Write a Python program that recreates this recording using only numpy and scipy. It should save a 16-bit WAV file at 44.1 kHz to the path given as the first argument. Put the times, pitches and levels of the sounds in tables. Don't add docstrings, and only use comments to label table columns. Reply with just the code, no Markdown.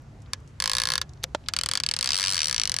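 import sys
import numpy as np
from scipy import signal
from scipy.fft import rfft, irfft, next_fast_len
from scipy.io import wavfile
from scipy.ndimage import uniform_filter1d

SR = 44100
rng = np.random.default_rng(int(sys.argv[2]) if len(sys.argv) > 2 else 0)


def pcm_store(signal):
    levels = np.round(np.clip(np.atleast_2d(signal), -1, 1) * 32767)
    wavfile.write(sys.argv[1], SR, levels.astype(np.int16).T)


def makeup_ratio(level_db):
    decades = np.asarray(level_db, float) / 20
    return 10 ** decades


N = 123479

# frequency in Hz, level in dB per Hz.
SHORE_SPECTRUM = [(15, -26), (45, -0.5), (100, 2), (165, -6.5), (330, -17), (1400, -28), (2900, -37),
                  (7000, -40.5), (12500, -57)]
# frequency in Hz, level in dB.
SHORE_SIDE = [(60, -26.5), (200, -13), (500, -7), (1500, -2.5), (8000, -7.5)]
# time in seconds, level in dB.
SHORE_FADE = [
    (0, 1.5),
    (.15, 1.5),
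    (1.4, 2.5),
    (2.2, 0),
    (2.8, 2),
]
SHORE_DB, SHORE_TOP_HZ = -46, 12800
SWELL_DB, FLICKER_DB = .6, 1.5

# frequency in Hz, width in Hz, level in dB.
DRONE_LINES = [
    (61.9, 8.5, -57.5),
    (140.96, 8.2, -55),
]

# start in seconds, level in dB, centre in Hz, length in seconds.
FINGER_TICKS = [(0.02, -56, 9000, 0.0037), (0.162, -69, 5000, .006), (0.203, -64, 5700, .005),
                (.2194, -55, 6100, 0.007), (0.2595, -49, 3100, 0.0095), (0.402, -62, 7000, .006),
                (0.4756, -44.5, 5730, 0.0028), (0.478, -64, 6100, 0.04), (1.093, -44, 5000, .004),
                (1.135, -48.5, 5360, 0.0032), (1.174, -54, 4140, 0.0049), (1.228, -37, 3500, 0.0062),
                (1.439, -45, 3000, 0.005), (1.461, -38, 3000, 0.01), (.27, -48, 1470, 0.089)]

# time in seconds, level in dB.
WOUND_SNAPS = [(0.3336, -18), (0.6016, -17.5), (0.6229, -18), (0.6399, -17), (0.658, -16.5),
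               (0.6764, -15.5), (0.6965, -15.5), (0.7158, -16.5), (0.7341, -16), (0.7515, -16),
               (0.768, -16), (0.784, -15), (0.8004, -16), (0.818, -16), (0.8361, -16.5), (0.8543, -17),
               (0.8722, -16), (0.8878, -17.5), (0.9027, -15), (0.9196, -15.5), (0.9368, -16),
               (0.9553, -15.5), (0.9793, -15.5), (1.0152, -16)]
# time in seconds, level in
# dB.
DRAGGED_SNAPS = [(1.4858, -16), (1.537, -17.5), (1.565, -17), (1.5885, -17), (1.6122, -19.5), (1.6352, -18),
                 (1.6606, -18), (1.6885, -17), (1.714, -16.5), (1.7356, -17), (1.7538, -16), (1.774, -17),
                 (1.801, -18), (1.836, -17), (1.8639, -17), (1.8888, -17), (1.913, -17), (1.9384, -19),
                 (1.965, -19.5), (1.9891, -18.5), (2.01, -16.5), (2.0275, -16.5), (2.0438, -16.5),
                 (2.0591, -17.5), (2.0745, -16.5), (2.0904, -17), (2.1055, -16.5), (2.1193, -19), (2.1321, -17),
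             (2.1443, -19), (2.1554, -20), (2.1663, -20.0), (2.1771, -19.5), (2.1869, -17.5), (2.1977, -18),
             (2.208, -18.5), (2.2176, -19), (2.2287, -17.5), (2.2394, -16.5), (2.2499, -18.5),
             (2.2609, -19.5), (2.2715, -19.0), (2.2818, -19), (2.2926, -20.5), (2.3028, -20.5),
             (2.313, -20.0), (2.3234, -18), (2.3341, -19.0), (2.3446, -17), (2.3552, -20), (2.3671, -17),
             (2.379, -17.5), (2.3915, -17.5), (2.4046, -19.0), (2.4177, -18.0), (2.4311, -20.5),
             (2.4439, -20.0), (2.4568, -20), (2.4705, -21), (2.4829, -18.5), (2.4964, -19.5), (2.5112, -17),
             (2.5274, -19), (2.5446, -17), (2.5629, -18), (2.5803, -19), (2.5979, -18.0), (2.616, -20.5),
             (2.6352, -20.5), (2.6548, -22), (2.675, -22), (2.6959, -20.5), (2.7182, -20), (2.7416, -19.5),
             (2.7651, -18.5), (2.787, -19.5)]
SNAP_DB = 0.5
DRAG_START_S = 1.4
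WHEEL_TEETH, LOW_TOOTH = 13, 1
# delay in seconds, level in dB.
REBOUNDS = [
    (.00089, -5.5),
    (.0018, -15),
    (.0035, -20.5),
]
REBOUND_SPREAD, SNAP_COLOUR_DB = .06, .8

# frequency in Hz, time to fall 60 dB in seconds, level of the longer ring in dB.
ROD_MODE = (515.5, 0.1, -65)
# frequency in Hz, time to fall 60 dB in seconds, level of the longer ring in dB.
BODY_MODES = [(1059.6, 0.0072, -7), (1405, 0.0089, -5), (1690, 0.024, -7), (2440, 0.0053, -22.5),
              (3000, 0.0089, -10.5), (3500, 0.0032, -7), (3832, 0.0035, -2.5), (4655, 0.0031, -8),
              (5190, 0.0039, -3), (5760, 0.0062, -16.5), (7775, 0.0065, -17), (8940, 0.0073, -15),
              (12000, 0.0043, -16), (14600, 0.0046, -26)]
TWIN_DETUNE, RING_LONGER, BODY_LOW_HZ = 1, 3.36, 850
# time in seconds, for upright, tilted, turning, lowered, low.
POSE_S = [.62, .95, 1.55, 2.1, 2.75]
# level in dB upright, tilted, turning, lowered, low.
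POSE_DB = [(-25, -24.5, -29, -29.5, -30.5), (-10.5, -11.0, -18.5, -24.5, -34), (-24, -13, -11, -33, -50),
           (-14, -9.5, -19, -22.5, -16), (-19, -35, -9.0, -11, -2), (-16, -14, -6, -8.5, -4),
           (-3, -1, -2, -27, -32), (-3, 1, -10, -7, -3.5), (4, 1.5, 3.0, 4, 2), (-2, -10.5, -9.5, -1, -4),
           (-0.5, -3, -8.5, -1.5, 6.5), (-3, -12, -1.5, -4.5, -4), (-3.5, -6, -4.5, -5.5, -3.0),
           (-8, -8.5, -7, -15, -8), (-26, -21.0, -26, -20, -19)]
# time in seconds, for upright, turning, low.
PAN_S = [1.0, 1.8, 2.7]
# difference in dB upright, turning, low.
PAN_DB = [(3, 5, 6.8), (-5, -4, 0.5), (6, 2.5, 2.0), (-5.5, -10, 0.89), (1, 3, 1.3), (0, 2.5, 0.79),
          (1, 0, 2.7), (2, 8, 4.4), (1.0, 4.0, 4.1), (1, -4.5, 2.2), (-1.5, 1.0, 3.3), (1.5, 3, 1.9),
          (-1, 4, 5.1), (-2.5, -0.5, 1.9), (-6, -6, 1.5)]
# cosine part in dB, sine part in dB.
TURN_DB = [(0, 3), (-3.5, -0.5), (-1, 1), (-3, -2.5), (4.5, -2), (3.5, -3), (-6.5, 2), (5.5, 0), (0.5, -1),
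           (3, -2.0), (3, 0.5), (0.5, 0.5), (0.5, 2.5), (0, 1.5), (0.5, 4)]
LEFT_LATE_S, EAR_LAG_S = .00002, .000015

RATTLE_DB, RATTLE_T60_S, RATTLE_HZ = -8.5, 0.036, 2600
AIR_DB, AIR_T60_S, AIR_HZ, AIR_OCTAVES = -19.5, 0.06, 1800, 2.42
RATTLE_WIDTH, TAIL_TOP_HZ = .3, 7500

# level in dB, length of contact in seconds, length of rattle in seconds.
CLUTCH_SCRAPE = (-28, .00006, .0022)
CLUTCH_KNOCK = (-21.5, .00009, .00012)
HANDLE_KNOCK = (-22, 0.00012, 0.001187)
SCRAPE_S, CLUTCH_S, HANDLE_S = 1.2348, 1.24, 1.3477
# frequency in Hz, level in dB, time to fall 60 dB in seconds.
SCRAPE_MODES = [(3500, 1, 0.0021), (6340, 5, 0.0041), (11200, 7, 0.0022)]
# frequency in Hz, level in dB, time to fall 60 dB in seconds.
CLUTCH_MODES = [(520, -25, 0.07), (680, -30, 0.05), (1610, -13, 0.01), (2270, -8, 0.016), (3420, 6, 0.005),
                (4930, 0, 0.004), (5730, -9, 0.014), (7640, 7, 0.004), (11700, 7, .003), (14300, -4, .003)]
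# frequency in Hz, level in dB, time to fall 60 dB in seconds.
HANDLE_MODES = [(312, -8.5, 0.019), (593, -3, 0.03), (903, -2.5, 0.021), (1400, -2.5, 0.014),
                (1860, -27, 0.011), (3120, -3.5, 0.0065), (4650, -8, 0.0083), (7000, 4, 0.003),
                (12200, 4, .004)]


def ring(x, hz, t60):
    radius = np.exp(-np.log(1000) / (t60 * SR))
    w = 2 * np.pi * min(hz, .45 * SR) / SR
    return signal.lfilter([0, np.sin(w)], [1, -2 * radius * np.cos(w), radius * radius], x)


def band(x, hz, octaves):
    edges = [hz * 2 ** (-octaves / 2), min(hz * 2 ** (octaves / 2), .48 * SR)]
    return signal.sosfilt(signal.butter(2, edges, "band", fs=SR, output="sos"), x)


def dull(x, hz):
    return signal.sosfilt(signal.butter(6, hz, fs=SR, output="sos"), x)


def spikes(times, sizes):
    at = np.asarray(times) * SR
    taps = np.floor(at)[:, None] + np.arange(-7, 9)
    distance = taps - at[:, None]
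    shape = np.sinc(distance) * np.cos(np.pi * distance / 16) ** 2
    places = taps.clip(0, N - 1).astype(int)
    return np.bincount(places.ravel(), (shape * np.asarray(sizes)[:, None]).ravel(), N)


def fading(times, sizes, t60):
    decay = np.exp(-np.log(1000) / (t60 * SR))
    return signal.lfilter([1], [1, -decay], abs(spikes(times, sizes)))


def walk(rate):
    hold = int(SR / rate)
    steps = np.repeat(rng.standard_normal(N // hold + 1), hold)
    return 1.3 * uniform_filter1d(uniform_filter1d(steps, hold), hold)[:N]


def wide_noise(width):
    return rng.standard_normal(N) + width * rng.standard_normal((2, N))


def shore():
    swell = walk(1.24)
    f = np.fft.rfftfreq(next_fast_len(N + 1, True), 1 / SR) + 1

    def colour(table):
        hz, db = np.array(table).T
        return makeup_ratio(np.interp(np.log(f), np.log(hz), db))

    mid, side = rfft(rng.standard_normal((2, 2 * len(f) - 2))) * colour(SHORE_SPECTRUM)
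    pair = mid + side * colour(SHORE_SIDE) * np.array([[1], [-1]])
    out = 0
    for octave in np.arange(3.5, 15, .5):
        share = np.cos(np.pi * np.clip(np.log2(f) - octave, -.5, .5)) ** 2
        out = out + irfft(pair * share)[:, :N] * makeup_ratio(FLICKER_DB * walk(8.93))
    fade = np.interp(np.arange(N) / SR, *np.array(SHORE_FADE).T)
    out = out * makeup_ratio(SWELL_DB * swell + fade)
    return dull(out, SHORE_TOP_HZ) * makeup_ratio(SHORE_DB) / np.std(out)


def drone():
    out = 0
    for hz, width, db in DRONE_LINES:
        line = band(rng.standard_normal(N), hz, width / hz * 1.4)
        out = out + makeup_ratio(db) * line * np.sqrt(SR / width / 2)
    return out


def fingers():
    noise = wide_noise(0.58)
    out = 0
    for s, db, hz, length in FINGER_TICKS:
        puff = fading([s], [makeup_ratio(db)], 4 * length) * noise
        out = out + band(band(puff, hz, 1.4), hz, 1.4)
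    return out


def clicker():
    t, db = np.array(WOUND_SNAPS + DRAGGED_SNAPS).T
    db = db + SNAP_DB
    modes = [ROD_MODE] + BODY_MODES
    angle = 2 * np.pi * (np.arange(len(t)) - LOW_TOOTH) / WHEEL_TEETH
    turn = np.array([np.cos(angle), np.sin(angle)])
    chance = rng.standard_normal((len(t), len(modes), 2))
    lag = rng.standard_normal(len(modes))

    delay, rebound_db = np.array([(0, 0.089)] + REBOUNDS).T
    stretch = np.exp(REBOUND_SPREAD * (turn[1] + chance[:, 0, 0] / 2))
    hits = t[:, None] + delay * stretch[:, None]

    rod, body = np.zeros((2, 2, N))
    for k, (hz, t60, ring_db) in enumerate(modes):
        turn_db = (t > DRAG_START_S) * (np.array(TURN_DB[k]) @ turn)
        mode_db = db + np.interp(t, POSE_S, POSE_DB[k]) + turn_db
        pan_db = np.interp(t, PAN_S, PAN_DB[k])
        for c, side in enumerate((.5, -.5)):
            size = makeup_ratio((mode_db + side * pan_db)[:, None] + rebound_db)
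            times = hits.ravel() + side * (EAR_LAG_S * lag[k] + LEFT_LATE_S)
            low_hit, high_hit = [spikes(times, (size * makeup_ratio(SNAP_COLOUR_DB * chance[:, k, [j]])).ravel())
                                 for j in range(2)]
            short = ring(low_hit, hz - TWIN_DETUNE / t60, t60) + ring(high_hit, hz + TWIN_DETUNE / t60, t60)
            longer = makeup_ratio(ring_db) * ring(high_hit, hz, RING_LONGER * t60)
            target = body if k else rod
            target[c] += (-1) ** k * (short / 2 + longer)

    noise = wide_noise(RATTLE_WIDTH)
    rattle = fading(t, makeup_ratio(db + RATTLE_DB - 2.5), RATTLE_T60_S) * noise
    body += dull(band(rattle, RATTLE_HZ, 2.57), TAIL_TOP_HZ)
    body = signal.sosfilt(signal.butter(4, BODY_LOW_HZ, "high", fs=SR, output="sos"), body)
    air = fading(t, makeup_ratio(db + AIR_DB), AIR_T60_S) * noise[::-1, ::-1]
    air = dull(band(air, AIR_HZ, AIR_OCTAVES), TAIL_TOP_HZ)
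    return body + band(rod, ROD_MODE[0], 1.0) + air


def knock(s, event, modes, pan_db):
    db, contact, rattle = event
    chance = rng.random((8, 2)) * (np.arange(8) > 0)[:, None]
    blows = spikes(s + 2 * rattle * chance[:, 0], makeup_ratio(db - 8 * chance[:, 1]))
    push = np.hanning(int(contact * SR) + 3)
    blows = np.convolve(blows, push / push.sum())[:N]
    body = sum((-1) ** k * makeup_ratio(g) * ring(blows, hz, t60) for k, (hz, g, t60) in enumerate(modes))
    tail = fading([s], [makeup_ratio(db - 1.5)], 0.026) * wide_noise(RATTLE_WIDTH)
    tail = dull(band(tail, 2100, 2.9), TAIL_TOP_HZ)
    return (body + tail) * makeup_ratio(np.array([[pan_db], [-pan_db]]) / 2)


def clutch():
    scrape = knock(SCRAPE_S, CLUTCH_SCRAPE, SCRAPE_MODES, .3)
    return scrape + knock(CLUTCH_S, CLUTCH_KNOCK, CLUTCH_MODES, 1.0)


def handle():
    return knock(HANDLE_S, HANDLE_KNOCK, HANDLE_MODES, -3.0)


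def scene():
    return shore() + drone() + fingers() + clicker() + clutch() + handle()


def band_limit(x):
    return signal.sosfilt(signal.butter(12, 16550, fs=SR, output="sos"), x)


def record(dry):
    mix = dull(dry, 14800)
    return band_limit(mix)


dry = scene()
out = record(dry)
pcm_store(out)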